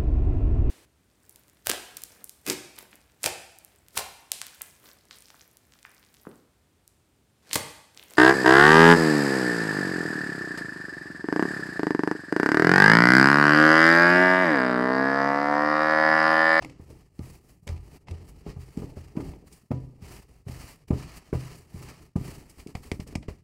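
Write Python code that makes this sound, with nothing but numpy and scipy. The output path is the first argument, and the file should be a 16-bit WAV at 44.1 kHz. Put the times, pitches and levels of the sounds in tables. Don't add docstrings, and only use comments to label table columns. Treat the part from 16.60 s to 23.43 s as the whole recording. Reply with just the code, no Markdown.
import sys
import numpy as np
from scipy import signal
from scipy.fft import rfft, irfft, next_fast_len
from scipy.io import wavfile
from scipy.ndimage import uniform_filter1d

SR = 44100
rng = np.random.default_rng(int(sys.argv[2]) if len(sys.argv) > 2 else 0)


def int16_out(signal):
    q = np.round(np.clip(np.atleast_2d(signal).T, -1, 1) * 32767)
    wavfile.write(sys.argv[1], SR, q.astype(np.int16))


N = 301322

# deepest swing of the push in seconds, push level in dB,
# push pitch in Hz, ring trim against the push in dB, centre of the ring in Hz, damping by the hands as a
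# factor on the decay rate, knock trim against the push in dB.
LANDINGS = [(0.0356, -41, 303, 9.5, 230, 0.81, -12), (0.0491, -42, 182, 6, 252, 1.2, 5),
            (0.1985, -38.5, 246, 1, 111.5, 1.3, -4), (0.303, -41, 216.0, 0, 145, 1.5, 4),
            (0.4162, -62, 167.0, 1.5, 102, 0.75, 5), (0.5946, -26.0, 219, -4, 105, 1.07, -10.5),
            (1.029, -48, 130, -5, 140, 0.93, -18.0), (1.0721, -38.5, 241, 2, 92, 0.61, 6.5),
            (1.0964, -32.5, 130, -0.5, 86, 0.62, -3), (1.495, -40.5, 177, -3, 83.5, 0.64, -6.0),
            (1.5172, -30, 70.8, -7, 94, 0.47, -12), (1.867, -30, 175, 0, 204, 0.95, -2),
            (1.9679, -33.5, 114, -4.5, 90, 0.6, -7.5), (2.1759, -20.0, 210, -6, 170, 1.9, -15.5),
            (2.222, -28.5, 177, -0.5, 202, 0.85, -3.5), (2.3708, -34, 186, -4, 109, 0.57, 0),
            (2.5555, -33.5, 294, 0, 216, 0.5, -10), (2.5738, -15.5, 229, -8, 214, 0.8, -8),
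            (2.6, -27, 243, -9, 195, 1.5, -1), (2.8272, -47, 235, -14, 154, 0.62, -1.5),
            (2.8717, -49.5, 303, -8, 141, 1.4, -4.5), (2.9262, -52.5, 142, -5.5, 170, 0.64, -11),
            (3.036, -51.5, 186, -15, 128, 1.9, -5), (3.11, -19, 199, -8, 176, 0.88, -10),
            (3.118, -17.5, 197.3, -7.5, 172, 0.57, -5.5), (3.426, -35.5, 151, -4, 95, 1.8, -24),
            (3.8718, -27.5, 115, -12, 119, 0.98, -10), (3.897, -34, 202, -0.5, 121, 0.59, -10.5),
            (4.3077, -12.5, 221, -3, 156, 1.4, -6.5), (4.3331, -19.5, 157.4, -15.5, 160, 0.85, -5.5),
            (4.7301, -17.5, 303, -2.5, 148, 0.75, -2), (5.1472, -29.5, 145, -5.5, 131, 0.53, -23),
            (5.5608, -14.5, 180.5, -8, 168, 0.94, -11.5), (5.6163, -28, 111, -15, 147, 1.2, -17),
            (6.0654, -29, 262, -8.5, 180, 1.2, -13), (6.1532, -30, 164, 1.5, 115, 3.2, -6.5),
            (6.3188, -20, 282, -2, 91, 3.2, -11), (6.397, -29, 228, 2, 120, 2.5, -7.5),
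            (6.469, -43.5, 180, -13, 105, 1.3, 1.5), (6.5288, -36.5, 276, -20, 150, 2.6, -3.5),
            (6.558, -20.5, 227, -4, 94, 2.3, -29), (6.685, -27.0, 312, 3.5, 92, 2.8, -1.5)]
# start in seconds, level trim in dB,
# decay by 60 dB in seconds, treble tilt in dB per octave.
SKIN_SLAPS = [(0.0227, -31, 0.04, 0), (0.0474, -27.5, 0.011, 3.5), (0.0967, -45, 0.033, 4.5),
              (0.302, -51, 0.036, 8), (0.5911, -41, 0.016, 3), (1.0707, -40, 0.033, 10),
              (1.077, -27, 0.011, 3.5), (1.0882, -32.5, 0.025, 3), (1.162, -50, 0.044, 2),
              (1.1767, -48, 0.023, 2), (1.4706, -44.5, 0.071, -1), (1.484, -35, 0.022, 0),
              (1.5105, -38, 0.027, 4.5), (1.8642, -44, 0.051, -4), (2.1725, -43, 0.03, 6),
              (2.5655, -38, 0.035, -0.5), (2.605, -41.5, 0.024, 3.5), (2.7342, -43, 0.038, -2.5),
              (2.9236, -45, 0.088, 12.5), (3.1153, -26, 0.016, -5), (3.8691, -44, 0.028, -12),
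              (3.8846, -26.5, 0.013, -4.5), (4.2825, -48, 0.03, 4), (4.3046, -36, 0.056, -3),
              (4.5615, -55, 0.027, -1.5), (4.7274, -31, 0.071, -7), (5.4153, -58.5, 0.063, -3.5),
              (5.5593, -45.5, 0.079, 8), (5.895, -45.5, 0.082, 13), (5.9955, -46, 0.088, 6),
              (6.0714, -41, 0.02, 7.5), (6.1515, -25.5, 0.027, 0.5), (6.3155, -19.5, 0.016, 1.5),
              (6.321, -33.5, 0.019, 3), (6.3994, -36.5, 0.052, 4), (6.4726, -45, 0.068, 11.5),
              (6.553, -22.5, 0.027, 3), (6.6263, -41, 0.03, 0), (6.6814, -36.5, 0.063, 0)]
# start in seconds, rise in seconds, hold in seconds,
# fall in seconds, scrape level in dB, fine hiss level in dB, rumble level in dB.
DRAG_STROKES = [(0.0, 0.021, 0.0088, 0.24, -55.5, -75, -49), (0.174, 0.044, .02, 0.12, -66.5, -71, -53.5),
                (0.248, 0.053, .02, 0.18, -62.5, -66, -50), (0.374, 0.016, 0.0072, 0.17, -67.5, -75, -58),
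                (0.548, .11, 0.093, 0.12, -59.5, -61, -49.5), (0.784, .11, 0.0071, 0.15, -66, -65.5, -54.5),
                (1.016, 0.021, .01, .08, -78, -73.5, -73), (1.066, 0.0083, 0.011, 0.2, -55, -66, -43.5),
                (1.157, 0.2, .01, 0.025, -58, -62, -48), (1.373, .035, 0.012, 0.052, -75, -78, -57),
                (1.468, 0.026, 0.013, 0.44, -59, -72.5, -44), (1.601, .09, 0.0091, 0.065, -64.5, -63, -49),
                (1.727, 0.036, 0.052, 0.039, -67.5, -71.5, -55),
                (1.835, 0.046, 0.0079, 0.11, -52, -64.5, -42.5), (1.945, 0.049, 0.16, .05, -63.5, -68, -54),
                (2.153, 0.02, 0.027, .35, -57, -63.5, -41.5), (2.32, 0.049, 0.033, 0.47, -63, -70, -49),
                (2.536, 0.066, 0.079, 0.21, -57.5, -64, -41),
                (2.853, 0.02, 0.0073, 0.063, -62.5, -64.5, -57),
                (2.899, 0.019, 0.0091, 0.22, -64, -64, -55.5), (2.993, 0.021, 0.013, 0.028, -74, -76, -69),
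                (3.104, 0.0089, 0.0048, 0.19, -59.5, -75, -45), (3.179, 0.022, 0.1, 0.23, -75.5, -80, -51),
                (3.38, 0.046, 0.063, .1, -56.5, -64, -51), (3.437, 0.088, 0.033, 0.13, -52, -55.5, -47),
                (3.668, 0.018, 0.11, 0.1, -70, -73.5, -59), (3.857, 0.026, 0.16, .2, -54, -58.5, -48.5),
                (4.044, 0.045, 0.021, 0.075, -54.5, -57, -56), (4.17, 0.028, 0.041, 0.026, -74, -86, -57),
                (4.274, 0.0073, 0.0091, 0.059, -62, -63.5, -49.5),
                (4.305, 0.035, 0.048, .1, -56.5, -67, -45), (4.319, 0.055, 0.036, 0.46, -50.5, -60.5, -47),
                (4.532, 0.04, 0.0053, 0.031, -54.5, -55, -49), (4.619, .05, .01, 0.047, -61, -68, -56),
                (4.718, 0.016, 0.21, 0.18, -54, -62, -50), (4.909, 0.056, 0.016, 0.13, -75, -60.5, -56),
                (5.08, 0.077, 0.084, 0.12, -57, -60, -49.5), (5.193, 0.097, 0.023, 0.17, -51, -60.5, -49),
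                (5.366, 0.053, .01, 0.083, -61.5, -64, -51.5), (5.568, 0.01, .06, 0.042, -59, -64, -52),
                (5.594, 0.053, 0.048, 0.34, -52, -56, -43.5),
                (5.925, 0.075, 0.0067, 0.072, -56.5, -59.5, -48),
                (6.049, 0.038, 0.012, 0.056, -57, -62.5, -46),
                (6.137, 0.015, 0.024, 0.079, -59.5, -62.5, -48.5),
                (6.176, 0.064, 0.039, 0.11, -59, -60.5, -49.5),
                (6.309, .015, 0.022, 0.078, -58.5, -62, -54), (6.372, 0.047, 0.011, 0.026, -58, -59.5, -62),
                (6.464, 0.0086, 0.063, 0.048, -59.5, -67, -49), (6.6, 0.032, .01, 0.07, -63.5, -79, -55),
                (6.673, 0.019, .01, 0.15, -60.5, -68.5, -51.5)]
# pitch in Hz, level in dB,
# decay by 60 dB in seconds with a damping of 1.
BOARD_MODES = [(53.7, 1, 0.51), (82.4, 6.5, 0.2), (127, -1.5, 0.25), (157.2, -7, 0.31),
               (202.7, -30.5, 0.12), (226.2, -17, 0.2), (273, -12, 0.44), (310.5, -3.5, 0.19),
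               (406, 0, 0.27), (510.4, -4, 0.32), (590, -5.5, 0.19), (723, -5, 0.2), (824, 2, 0.089),
               (984, -8, 0.22), (1200, -8.5, 0.34)]
# frequency in Hz, level in dB per Hz.
KNOCK_SPECTRUM = [(200, -39), (400, 6.5), (800, -8), (1250, -13), (1500, -21.5), (2400, -26.5), (4000, -43)]
# frequency in Hz, level in dB per Hz.
SKIN_SPECTRUM = [(350, -1.5), (600, 1.5), (833, 6), (1440, -14), (2260, 1.5), (3490, -13.5), (3850, -15),
                 (4920, -11), (6460, -18.5), (8490, -20.5), (15700, -45)]
# frequency in Hz, level in dB per Hz.
FLOUR_SPECTRUM = [(290, -75), (500, -6), (771, -5.5), (865, -5), (1300, -4.5), (1470, -12.5), (1800, -5.5),
                  (2340, -7), (2950, -8.5), (3500, -18.5), (4540, -8.5), (6330, -12.5), (8200, -10.5),
                  (14600, -17.5), (15700, -17)]
# frequency in Hz, level in dB per Hz.
RUMBLE_SPECTRUM = [(12, -36), (20, -11.5), (67, 0), (102, -8), (166, -3), (189, -9.5), (369, -10.5),
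                   (406, -10), (515, -20.5), (900, -24.5), (1170, -55), (1980, -120)]
# frequency in Hz, decay by 60 dB in seconds.
KITCHEN_DECAY = [(60, 0.46), (250, 0.35), (1000, 0.13), (4000, 0.11), (15000, 0.32)]
# frequency in Hz, level in dB per Hz.
AIR_SPECTRUM = [(10, -47), (28, -6.5), (50, 4), (120, 12.5), (400, -32), (2000, -76), (16000, -87)]

RISE_DB, FALL_DB = 19.5, 23.5
RUMBLE_SHARE = 0.83
WOBBLE_DB, WOBBLE_S = 3, 0.0082
PUSH_CYCLES, DEEPEST_CYCLE = 1.7, 0.8305
KITCHEN_DB, AIR_DB = -11.5, -66.5
GATE_DB, GATE_FALL = -62, 2700.0
EDGE_HZ = 15800


def thuds():
    out, rings = np.zeros(N), np.zeros(N)
    t = np.arange(4096) / SR
    mode_hz = np.transpose(BOARD_MODES)[0]
    variations = rng.standard_normal((len(LANDINGS), len(BOARD_MODES)))
    roughs = rng.standard_normal((len(LANDINGS), len(t)))
    for (s, db, hz, ring_db, ring_hz, damping, knock_db), variation, rough in zip(LANDINGS, variations, roughs):
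        touch = s - DEEPEST_CYCLE / hz
        cycles = np.arange(0, PUSH_CYCLES, hz / SR)
        swell = np.sin(np.pi * cycles / PUSH_CYCLES) ** 1.5
        add(out, touch, -gain_of(db) * swell * np.cos(2 * np.pi * (cycles - .75)))

        reach_db = -np.minimum(11.6 * np.log2(mode_hz / ring_hz) ** 2, 22)
        ring = board_ring(reach_db + 2 * variation, damping)
        ring_onset = 1 - np.exp(-np.arange(len(ring)) / SR / 0.0032)
        add(rings, s, gain_of(db + ring_db - 3) * ring * ring_onset)

        knock_fade = gain_of(db + knock_db - 7.0 - 60 * t / 0.077)
        knock_onset = 1 - np.exp(-t / 0.0023)
        add(out, touch, knock_fade * knock_onset * evened(coloured(rough, KNOCK_SPECTRUM)))
    return out + rings * gain_of(WOBBLE_DB * wander(WOBBLE_S))


def board_ring(gains_db, damping):
    hz, db, t60 = np.transpose(BOARD_MODES)[:, :, None]
    t = np.arange(SR * 2 // 5) / SR
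    fade = gain_of(db + gains_db[:, None] - 60 * t * damping / t60)
    return (fade * np.sin(2 * np.pi * hz * t)).sum(0)


def slaps():
    out, t = np.zeros(N), np.arange(4096) / SR
    hz = np.fft.rfftfreq(len(t), 1 / SR)
    noises = rng.standard_normal((len(SKIN_SLAPS), len(t)))
    for (s, db, t60, tilt_db), noise in zip(SKIN_SLAPS, noises):
        colour_db = read(SKIN_SPECTRUM, hz) + tilt_db * np.log2(hz / 3000 + 0.063)
        burst = irfft(rfft(noise) * gain_of(colour_db))
        onset = 1 - np.exp(-t / (0.029 * t60))
        add(out, s, gain_of(db - 2.5 - 60 * t / t60) * onset * evened(burst))
    return out


def drag():
    flutter_db = 1.04 * wander(0.0022) + 1.95 * wander(0.013)
    hiss = coloured(rng.standard_normal(N) * gain_of(flutter_db), FLOUR_SPECTRUM)
    fine = signal.sosfiltfilt(signal.butter(2, 6500, "high", fs=SR, output="sos"), hiss)
    scrape = hiss - fine
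    return gain_of(stroke_db(column=4)) * evened(scrape) + gain_of(stroke_db(column=5)) * evened(fine)


def wood_rumble():
    noise = rng.standard_normal((2, N))
    tilt_db = -5.0 * np.log2(np.transpose(BOARD_MODES)[0] / 100)
    ringing = signal.fftconvolve(noise[0], board_ring(tilt_db, 0.59))[:N]
    low = coloured(noise[1], RUMBLE_SPECTRUM)
    rumble = evened(evened(low) + gain_of(-2.5) * evened(ringing))
    lumps_db = 2.7 * wander(0.013)
    return gain_of(stroke_db(column=6, share=RUMBLE_SHARE) + lumps_db) * rumble


def stroke_db(column, share=1):
    t = np.arange(0, N, 32) / SR
    rows = np.transpose(DRAG_STROKES)[:, :, None]
    start, rise, hold, fall = rows[:4]
    rise_db = RISE_DB * np.maximum(start + rise - t, 0) / rise
    fall_db = FALL_DB * np.maximum(t - start - rise - hold, 0) / fall
    power = (gain_of(rows[column] - share * (rise_db + fall_db)) ** 2).sum(0)
    return np.interp(np.arange(N) / SR, t, 10 * np.log10(power + 1e-12))


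def kitchen(x):
    taps = np.zeros(SR // 2)
    at = np.arange(200, len(taps) - 20, 20)
    taps[at + rng.integers(0, 20, len(at))] = rng.choice([-1., 1.], len(at))
    hz, t, bands = signal.stft(taps, SR, nperseg=256)
    fade = gain_of(-60 * t / read(KITCHEN_DECAY, hz)[:, None])
    tail = signal.istft(bands * fade, SR, nperseg=256)[1]
    return signal.fftconvolve(x, tail / np.linalg.norm(tail))[:N]


def room_air():
    return gain_of(AIR_DB) * evened(coloured(rng.standard_normal(N), AIR_SPECTRUM))


def gain_of(db):
    return 10 ** (np.asarray(db) / 20)


def evened(x):
    return x / np.sqrt(np.mean(x ** 2) + 1e-20)


def read(points, hz):
    f, value = np.transpose(points)
    return np.interp(np.log(hz + 1), np.log(f + 1), value)


def add(mix, s, sound):
    part = mix[round(s * SR):][:len(sound)]
    part += sound[:len(part)]


def coloured(x, spectrum):
    size = next_fast_len(len(x))
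    gain = gain_of(read(spectrum, np.fft.rfftfreq(size, 1 / SR)))
    return irfft(rfft(x, size) * gain, size)[:len(x)]


def wander(seconds):
    width = max(round(seconds * SR), 2)
    return evened(uniform_filter1d(uniform_filter1d(rng.standard_normal(N), width), width))


def scene():
    hits = thuds() + slaps()
    return (hits + gain_of(KITCHEN_DB) * kitchen(hits) + drag() + wood_rumble() + room_air())[None]


def record(dry):
    power_db = 10 * np.log10(abs(uniform_filter1d(dry[0] ** 2, 300)) + 1e-12)
    fall = np.arange(N) * GATE_FALL / SR
    followed_db = np.maximum.accumulate(power_db + fall) - fall
    under_db = np.clip(GATE_DB - followed_db, 0, 25)
    gated = dry * gain_of(-.7 * uniform_filter1d(under_db, 100))
    lowpass = signal.firwin(1023, EDGE_HZ, window=("kaiser", 9), fs=SR)
    return signal.oaconvolve(gated, lowpass[None], "same")


dry = scene()
out = record(dry)
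int16_out(out)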